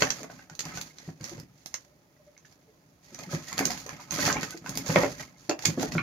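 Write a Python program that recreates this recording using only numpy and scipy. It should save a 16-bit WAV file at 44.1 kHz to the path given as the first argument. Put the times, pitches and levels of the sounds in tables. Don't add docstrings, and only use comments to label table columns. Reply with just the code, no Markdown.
import sys
import numpy as np
from scipy import signal
from scipy.fft import rfft, irfft
from scipy.io import wavfile
from scipy.ndimage import uniform_filter1d

SR = 44100
rng = np.random.default_rng(int(sys.argv[2]) if len(sys.argv) > 2 else 0)


def materialize(psi):
    bounded = np.clip(np.atleast_2d(psi).T, -1, 1)
    quanta = np.round(bounded * 32767).astype(np.int16)
    wavfile.write(sys.argv[1], SR, quanta)


N = 265482


def gain_of(db):
    return 10 ** (np.asarray(db) / 20)


def evened(x):
    return x / np.sqrt(np.mean(x ** 2) + 1e-20)


def read(points, hz):
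    f, value = np.transpose(points)
    return np.interp(np.log(hz + 1), np.log(f + 1), value)


def add(mix, start_s, sound):
    part = mix[:, max(round(start_s * SR), 0):][:, :sound.shape[1]]
    part += sound[:, :part.shape[1]]


def panned(db):
    return gain_of(np.array([db, -db]) / 2)


# frequency in Hz, likeness from -1 to 1.
LIKENESS = [(60, 0.86), (180, 0.96), (550, 0.56), (1650, -0.16), (5000, 0.25), (15000, -0.34)]


def alike(pair, likeness):
    left, right = pair
    return np.array([left, likeness * left + np.sqrt(1 - likeness ** 2) * right])


def coloured(pair, spectrum):
    size = pair.shape[1]
    hz = np.fft.rfftfreq(size, 1 / SR)
    likeness = np.clip(read(LIKENESS, hz), -1, 1)
    return evened(irfft(gain_of(read(spectrum, hz)) * alike(rfft(pair), likeness), size))


DULL_HZ, DULL_DB_PER_OCTAVE = 2670, -13


def rung(modes, hz, t60, rise_s, spread):
    t = np.arange(round(.3 * SR)) / SR
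    detune = 1 + spread * rng.uniform(-1.13, 1, len(modes)) * [m[0] != 1 for m in modes]
    ring = np.zeros(len(t))
    for (ratio, db, t60_factor), shift in zip(modes, detune):
        dulling_db = DULL_DB_PER_OCTAVE * max(np.log2(hz * ratio / DULL_HZ), 0)
        envelope = gain_of(db + dulling_db - 60 * t / (t60 * t60_factor))
        ring += envelope * np.sin(2 * np.pi * hz * ratio * shift * t)
    ring = ring * (1 - np.exp(-t / rise_s))
    return ring / abs(ring).max()


# start in seconds, level in dB
# before the layer gain, dull body in dB and top in dB (both relative to the bright part), centre in Hz.
TICKS = [(0.0214, -15.5, 6, -32, 4240), (0.051, -23.5, -17, -20, 6300), (0.1036, -15, -11, -20, 6300),
         (0.2311, -33.5, -3, -11, 6780), (0.498, -36.5, -5.5, -16, 6200), (0.5515, -35.5, -21, -8, 5700),
         (0.5921, -20, -14, -17.5, 6500), (0.6056, -23.5, -16, -17, 6440), (0.6535, -30.5, -8, -12, 5760),
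         (0.7527, -37, -3.5, -19, 6500), (0.7729, -25, -6.5, -17, 5970), (0.8126, -24.5, -10, -10, 4550),
         (0.984, -35, -10, -28, 4100), (1.2101, -39.5, -4.5, -11, 4940), (1.2415, -26.5, -11, -15, 5630),
         (1.294, -37, -12, -22, 6330), (1.3985, -38, -17, -8, 5460), (1.6597, -28.5, -14.5, -7, 4200),
         (1.7418, -19.5, -14, -18.5, 6570), (2.3773, -44.5, -9, -28, 6500), (2.453, -51, -1, -16, 6170),
         (2.5247, -50, -11, -9, 5500), (3.1457, -33, -10, -13, 6500), (3.1893, -33, -7.5, -15, 6330),
         (3.3484, -29.5, 0, -17, 6170), (3.5279, -24.5, -5, -13, 6960), (3.5793, -19, -7, -12, 5070),
         (3.591, -16.5, 1.5, -6.5, 6760), (3.6534, -13, -37, -12, 6460), (3.705, -22.5, -5.5, -10, 4850),
         (3.718, -28, -10, -18, 5000), (3.7755, -31.5, -6, -9, 6800), (3.8636, -33, -17, -9, 6300),
         (3.892, -30, 1, -11, 6150), (4.1083, -20, -15, -17, 6140), (4.1218, -28, 0, 0, 6450),
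         (4.252, -16.5, -8, -25, 5600), (4.261, -22, 1, -27, 6100), (4.3263, -19, -27, -29, 6700),
         (4.4098, -29.5, -17, -13, 5000), (4.4306, -22.5, -1.5, -16, 6330), (4.5067, -29, -23, -7, 6800),
         (4.574, -32.5, -31, -13, 6200), (4.662, -35, -17, -13, 6120), (4.6932, -24, -12, -7.5, 6700),
         (4.7538, -26.5, -22, -7, 4760), (4.7733, -18, -13, -7, 5960), (4.8626, -27.5, -9, -22, 6400),
         (4.9014, -30.5, 8.5, -24, 6600), (4.959, -23.5, 16.5, -33, 4800), (5.0338, -35, 6, -35, 5900),
         (5.3823, -48, -25, -16, 6580), (5.4945, -16, -3, -18, 4800), (5.591, -32.5, -1.5, -11, 4900),
         (5.623, -32, -15, -26, 6100), (5.6519, -18.5, -36, -16, 4140), (5.655, -8.5, -35, -13, 7000),
         (5.7965, -28.5, -7, -18, 6500), (5.9208, -25.5, -4, -16, 4860)]
# frequency in Hz, relative density in dB per Hz.
RASP = [(1500, -13.5), (2600, -10), (3850, -8), (4460, -3.5), (5530, -8.5), (6350, -1.5), (7230, -5.5),
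        (7930, -27), (9320, -16), (14600, -16.5), (15500, -24.5), (16400, -53)]
# frequency in Hz, relative density in dB per Hz.
BODY = [(250, -50), (420, -10.5), (471, -21.5), (574, 0.5), (634, -8), (766, -1.5), (1000, -5.5),
        (1570, -3), (1700, -0.5), (2600, -4), (3300, -8), (6600, -120)]
SPLIT_HZ = 7900
TICK_T60_S = 0.015


def ticks():
    size = 2048
    rasp, dull = (coloured(rng.standard_normal((2, N + size)), s) for s in (RASP, BODY))
    t, hz, out = np.arange(size) / SR, np.fft.rfftfreq(size, 1 / SR), np.zeros((2, N))
    envelope = gain_of(-60 * t / TICK_T60_S) * (1 - np.exp(-t / 0.00055))
    for start_s, db, body_db, top_db, centre_hz in TICKS:
        first = round(start_s * SR)
        span = slice(first, first + size)
        spectrum = rfft(rasp[:, span])
        lift_db = 5 * np.exp(-(np.log((hz + 1) / centre_hz) / 0.14) ** 2)
        bright = evened(irfft(spectrum * (hz <= SPLIT_HZ) * gain_of(lift_db)))
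        top = evened(irfft(spectrum * (hz > SPLIT_HZ)))
        crack = bright + gain_of(top_db) * top + gain_of(body_db) * dull[:, span]
        crack = crack * envelope
        add(out, start_s, gain_of(db) * crack * np.hypot(1, gain_of(body_db)) / abs(crack).max())
    return out


# start in seconds, level of the big log in dB before the layer gain,
# pitch of the big log in Hz, pitch of the small log in Hz, small log relative to the big one in dB,
# base t60 in seconds.
KNOCKS = [(0.0222, -19.5, 565, 1593, 6, 0.03), (0.07, -31, 790, 1780, 2.5, .057),
          (0.241, -33.5, 655, 2040, -10, 0.08), (0.299, -34.5, 693, 1520, -7, 0.027),
          (0.392, -44, 800, 1560, 4.5, 0.058), (0.497, -46.5, 810, 1460, 4.5, 0.054),
          (0.59, -54, 895, 2540, 12, .05), (0.719, -49, 1045, 2090, 9, .064),
          (0.774, -37, 716, 1500, 7, .045), (1.089, -36.5, 710, 1850, -11, 0.03),
          (1.204, -48, 513, 1580, 0, 0.13), (1.381, -37.5, 510, 1870, -21, 0.028),
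          (1.741, -54.5, 710, 2080, 16.5, 0.074), (2.164, -65, 580, 1950, 8, .05),
          (2.366, -62, 836, 2180, 15, 0.018), (2.449, -59, 610, 1760, 13, 0.02),
          (3.188, -39.5, 660, 2450, -8, 0.14), (3.332, -25.5, 550, 1420, -32, 0.039),
          (3.477, -52, 698, 1900, 16, .04), (3.495, -51, 680, 1920, 17, 0.049),
          (3.519, -32.5, 1050, 2046, -6, 0.23), (3.589, -33.5, 674, 1636, 9, 0.048),
          (3.609, -18.5, 710, 1450, -7, 0.024), (3.702, -33.5, 715, 2105, -6, 0.15),
          (3.862, -33.5, 527, 1880, -10, 0.035), (3.892, -51, 615, 1710, 9, 0.028),
          (3.996, -36.5, 990, 1200, -3, .056), (4.191, -27, 597, 1550, 3.5, .038),
          (4.26, -27, 1060, 1830, 4, .043), (4.278, -17, 723, 1280, -2.5, 0.028),
          (4.288, -26, 576, 1770, 7, 0.018), (4.299, -23.5, 1120, 1564, 8, 0.042),
          (4.355, -28.5, 780, 1600, -6, 0.049), (4.367, -24.5, 853, 2310, 2.5, 0.038),
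          (4.431, -31, 453, 1870, 2, 0.074), (4.524, -50, 660, 1520, 14.5, .065),
          (4.643, -40, 680, 1260, -1, 0.028), (4.661, -26.5, 1005, 1520, 1, 0.022),
          (4.866, -32, 550, 1670, -5, .05), (4.896, -19.5, 530, 2380, -14, 0.059),
          (4.9595, -4, 605, 2150, -13, 0.025), (4.968, -11, 516, 1860, -9, 0.093),
          (5.0335, -11.5, 558, 2125, -10.5, 0.051), (5.044, -14, 600, 1930, -11, 0.015),
          (5.195, -42, 613, 1920, 10, 0.11), (5.498, -14, 542, 1200, -24, 0.023),
          (5.512, -17, 710, 2680, -5.5, 0.018), (5.658, -29.5, 1110, 2226, 13, 0.018),
          (5.776, -30, 685, 1270, -35, 0.096), (5.83, -19.5, 697, 1380, -9, 0.028),
          (5.918, -42, 696, 1950, 6, .05), (5.951, -22.5, 584, 1400, -7.5, 0.028),
          (5.981, -16.5, 1430, 2240, 0.5, 0.035), (5.991, -23, 1150, 2394, 2, .04)]
# factor on pitch, level in dB, factor on t60.
LOG = [(.77, -12, 0.99), (1, 2.5, 0.63), (1.29, -11.5, 0.97), (1.74, -6.5, 0.56), (2.4, -9, 0.57)]
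KNOCK_PAN_DB = -1


def knocks():
    out = np.zeros((2, N))
    for start_s, db, big_hz, small_hz, small_db, t60 in KNOCKS:
        big, small = (rung(LOG, hz, t60, rise_s=0.00076, spread=.08) for hz in (big_hz, small_hz))
        both = big + gain_of(small_db) * small
        add(out, start_s, gain_of(db) * np.outer(panned(KNOCK_PAN_DB), both))
    return out


# start in seconds, peak in dB before the layer
# gain, pitch in Hz.
THUDS = [(0.008, -28.5, 181.5), (0.024, -23.5, 274), (0.215, -34, 258), (0.514, -42.5, 151),
         (0.656, -34.5, 146), (0.738, -38.5, 170), (1.078, -29.5, 158), (1.209, -33, 131),
         (1.315, -36.5, 346), (1.378, -40, 134), (3.121, -40.5, 244), (3.195, -39, 243),
         (3.272, -34.5, 176), (3.336, -21, 149.5), (3.601, -18.5, 270), (3.657, -24.5, 250),
         (3.862, -45, 446), (3.929, -36.5, 141.4), (4.123, -31, 147), (4.181, -22, 280),
         (4.239, -28.5, 138), (4.282, -20.5, 285), (4.355, -23, 259), (4.424, -31, 171),
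         (4.542, -32.5, 323.6), (4.687, -33.5, 173), (4.766, -29.5, 255.6), (4.893, -19, 159),
         (4.962, -14.5, 176), (5.036, -21, 281), (5.491, -20, 312.3), (5.665, -24, 136),
         (5.684, -19.5, 148), (5.775, -16.5, 254), (5.831, -21, 290), (5.954, -16.5, 163)]
# factor on pitch, level in dB, factor on t60.
BOARDS = [(.72, -12, 1), (1, 2, 0.75), (1.55, -5.5, 0.8), (2.1, -6.5, 0.67)]


def thuds():
    out = np.zeros((2, N))
    for start_s, db, hz in THUDS:
        ring = rung(BOARDS, hz, t60=0.065, rise_s=0.0091, spread=0.098)
        add(out, start_s, gain_of(db) * np.outer([1, 1], ring))
    return out


# frequency in Hz, relative density in dB per Hz.
RUMBLE = [(15, -55), (25, -57), (48, 0.5), (86, -10.5), (134, 0), (183, -1), (215, -9), (259, 0), (296, -6),
          (480, -21.5), (620, -50), (1060, -120)]


def drag(grain_s=0.0031, smooth=0.44, ringing=0.57):
    puffs = signal.lfilter([1], [1, -np.exp(-1 / (grain_s * SR))], slips(per_s=980, uneven_db=3.5))
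    grains = smooth + evened(puffs)
    rasp, body, rumble = (coloured(grains * rng.standard_normal((2, N)), c) for c in (RASP, BODY, RUMBLE))
    body = evened((1 - ringing) * body + ringing * chatter())
    return sum(level * layer for level, layer in zip(strokes(), (rasp, body, rumble)))


# start in seconds, hold in seconds, rasp in dB, body in dB,
# rumble in dB.
STROKES = [(0.0, 0.036, -34, -39, -40.5), (0.071, 0.14, -48, -50, -53.5), (0.314, 0.019, -54, -56, -53.5),
           (0.387, .04, -61.5, -61, -67), (0.523, 0.032, -62, -62.5, -66), (0.66, 0.058, -52.5, -48, -55),
           (0.758, 0.031, -45, -48, -49.5), (0.854, 0.05, -55.5, -61.5, -75),
           (0.986, 0.11, -58, -61.5, -61), (1.246, 0.056, -47, -52.5, -58.5),
           (1.322, 0.068, -59.5, -57, -49.5), (1.58, 0.27, -65.5, -72, -74), (2.458, 0.06, -65.5, -75, -67),
           (3.046, .04, -63, -72, -75), (3.108, 0.056, -57.5, -62, -60.5), (3.196, 0.045, -52, -53.5, -61),
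           (3.324, 0.027, -42, -46, -48.5), (3.405, 0.056, -53, -55.5, -58.5), (3.485, 0.03, -44, -55, -73),
           (3.578, 0.094, -43.5, -43.5, -45), (3.704, 0.016, -38.5, -41, -44.5),
           (3.784, 0.018, -46.5, -63, -72), (3.896, 0.044, -53.5, -48, -54.5),
           (4.007, 0.015, -51, -52, -63), (4.144, 0.12, -34.5, -40.5, -43),
           (4.225, 0.084, -33.5, -34.5, -41), (4.351, 0.038, -60, -40, -43),
           (4.434, 0.0096, -39.5, -44, -52), (4.496, .05, -52.5, -58, -61),
           (4.672, 0.15, -49.5, -50.5, -47.5), (4.879, 0.044, -37, -45, -44.5),
           (4.952, 0.09, -39, -36.5, -40), (5.089, 0.039, -48.5, -64, -55),
           (5.202, 0.0086, -44.5, -47.5, -51), (5.29, 0.067, -69, -67, -62.5),
           (5.396, 0.076, -60.5, -65.5, -63), (5.636, 0.077, -44, -47, -51), (5.821, 0.0083, -36, -41, -45),
           (5.939, .02, -45, -47.5, -37.5)]
RISE_DB_PER_S, FALL_DB_PER_S = (440, 306, 203), (281, 210, 136)
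SETTLING_DB = (-74, -75, -71)
TRICKLE_DB, TRICKLE_FALL_DB_PER_S = -22.5, 68.5


def strokes():
    t = np.arange(0, N + 64, 64) / SR
    power = gain_of(SETTLING_DB)[:, None] ** 2
    for start_s, hold_s, *db in STROKES:
        early = np.maximum(start_s - t, 0)
        late = np.maximum(t - start_s - hold_s, 0)
        swell = gain_of(np.c_[db] - np.outer(RISE_DB_PER_S, early))
        trickle = gain_of(TRICKLE_DB - TRICKLE_FALL_DB_PER_S * late)
        fall = gain_of(-np.outer(FALL_DB_PER_S, late)) + trickle
        power = power + (swell * fall) ** 2
    return [np.interp(np.arange(N) / SR, t, np.sqrt(p)) for p in power]


def slips(per_s, uneven_db):
    force = gain_of(uneven_db * np.minimum(rng.exponential(1, N), 4))
    return force * (rng.random(N) < per_s / SR)


def chatter(count=16):
    out = np.zeros((2, N))
    for hz in np.geomspace(480, 2300, count):
        pitch_hz = hz * rng.uniform(0.91, 1.05)
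        ring = rung(LOG, pitch_hz, t60=0.095, rise_s=0.00096, spread=0.1116)[:4000]
        side = rng.uniform(0, np.pi)
        phase = side * min(hz / 1500, 1)
        train = signal.oaconvolve(slips(per_s=30, uneven_db=4.5), gain_of(read(BODY, hz)) * ring)[:N]
        out += np.outer([1, np.cos(phase)], train)
        out[1] += np.sin(phase) * np.roll(train, round(SR / hz / 4))
    return evened(out)


# start in seconds, length in seconds, peak in dB, pitch in Hz.
CREAKS = [(1.859, 0.038, -64, 590), (1.914, 0.027, -63.5, 600), (2.186, 0.038, -60, 603),
          (2.255, 0.048, -56, 590), (2.669, 0.041, -60, 448)]


def creaks():
    out = np.zeros((2, N))
    for start_s, length_s, db, hz in CREAKS:
        t = np.arange(0, length_s, 1 / SR)
        creak = np.hanning(len(t)) * np.sin(2 * np.pi * hz * t)
        add(out, start_s, gain_of(db) * np.outer([1, 1], creak))
    return out


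# frequency in Hz, t60 in seconds.
SHED = [(100, 0.19), (400, 0.21), (1500, 0.14), (5000, 0.12), (12000, 0.12)]


def shed(x):
    size = SR // 2
    taps = np.zeros((2, size))
    at = np.arange(220, size - 20, 20)
    at = at + rng.integers(0, 20, (2, len(at)))
    np.put_along_axis(taps, at, rng.choice([-1., 1.], at.shape), 1)
    likeness = np.clip(read(LIKENESS, np.fft.rfftfreq(size, 1 / SR)), 0, 1)
    taps = irfft(alike(rfft(taps), likeness), size)
    hz, t, z = signal.stft(taps, SR, nperseg=128)
    tail = signal.istft(z * gain_of(-60 * t / read(SHED, hz)[:, None]), SR, nperseg=128)[1]
    spectrum = rfft(tail)
    power = uniform_filter1d(abs(spectrum) ** 2, size=60, axis=1).mean(0)
    tail = irfft(spectrum / np.sqrt(power))[:, :SR // 3]
    return signal.fftconvolve(x, tail / np.linalg.norm(tail[0]), axes=1)[:, :N]


# frequency in Hz, relative density in dB per Hz.
HUSH = [(15, -53), (25, -11.5), (167, -2), (219, -10.5), (280, -5.5), (494, -12.5), (597, -6.5), (648, -13),
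        (1460, -21.5), (3880, -25), (6500, -28), (7860, -39.5), (9770, -28.5), (15100, -26.5),
        (16400, -38.5)]
HUSH_DB = -66


def hush():
    noise = coloured(rng.standard_normal((2, N + 2048)), HUSH)
    _, _, z = signal.stft(noise, SR, nperseg=1024)
    patches = rng.standard_normal(z.shape[1:])
    for axis in (0, 1):
        patches = uniform_filter1d(patches, size=8, axis=axis)
    patchy = z * gain_of(0.69 * evened(patches))
    return gain_of(HUSH_DB) * signal.istft(patchy, SR, nperseg=1024)[1][:, :N]


ECHO_DB = dict(ticks=-4, knocks=-2, thuds=-2, drag=-22.5)


def scene():
    parts = dict(
        ticks=gain_of(2.5) * ticks(),
        knocks=gain_of(-4.0) * knocks() + creaks(),
        thuds=gain_of(-4.5) * thuds(),
        drag=drag())
    to_shed = sum(gain_of(ECHO_DB[name]) * part for name, part in parts.items())
    return sum(parts.values()) + shed(to_shed) + hush()


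# frequency in Hz, gain in dB.
MIC = [(30, -20), (70, 2.5), (2600, 1.5), (2900, -2.5), (3300, 0)]
# frequency in Hz, left-right difference in dB.
PORTS = [(60, 0.5), (99, -1.5), (160, 0.5), (270, -1), (450, -1), (740, 2), (1220, -1.5), (2010, -5.5),
         (3330, 3.5), (5500, -13.5), (9080, 4), (15000, -8.5)]
OVERLOAD = .75
EDGE_HZ = 16300


def record(dry):
    hz = np.fft.rfftfreq(2048, 1 / SR)
    response = irfft(gain_of(read(MIC, hz)) * panned(read(PORTS, hz)))
    ports = np.roll(response, 1024, axis=1) * np.hanning(2048)
    heard = signal.oaconvolve(dry, ports, axes=1)[:, 1024:][:, :N]
    heard = OVERLOAD * np.tanh(heard / OVERLOAD)
    band_limit = signal.firwin(511, EDGE_HZ, window=("kaiser", 9), fs=SR)
    return signal.oaconvolve(heard, band_limit[None], "same")


dry = scene()
out = record(dry)
materialize(out)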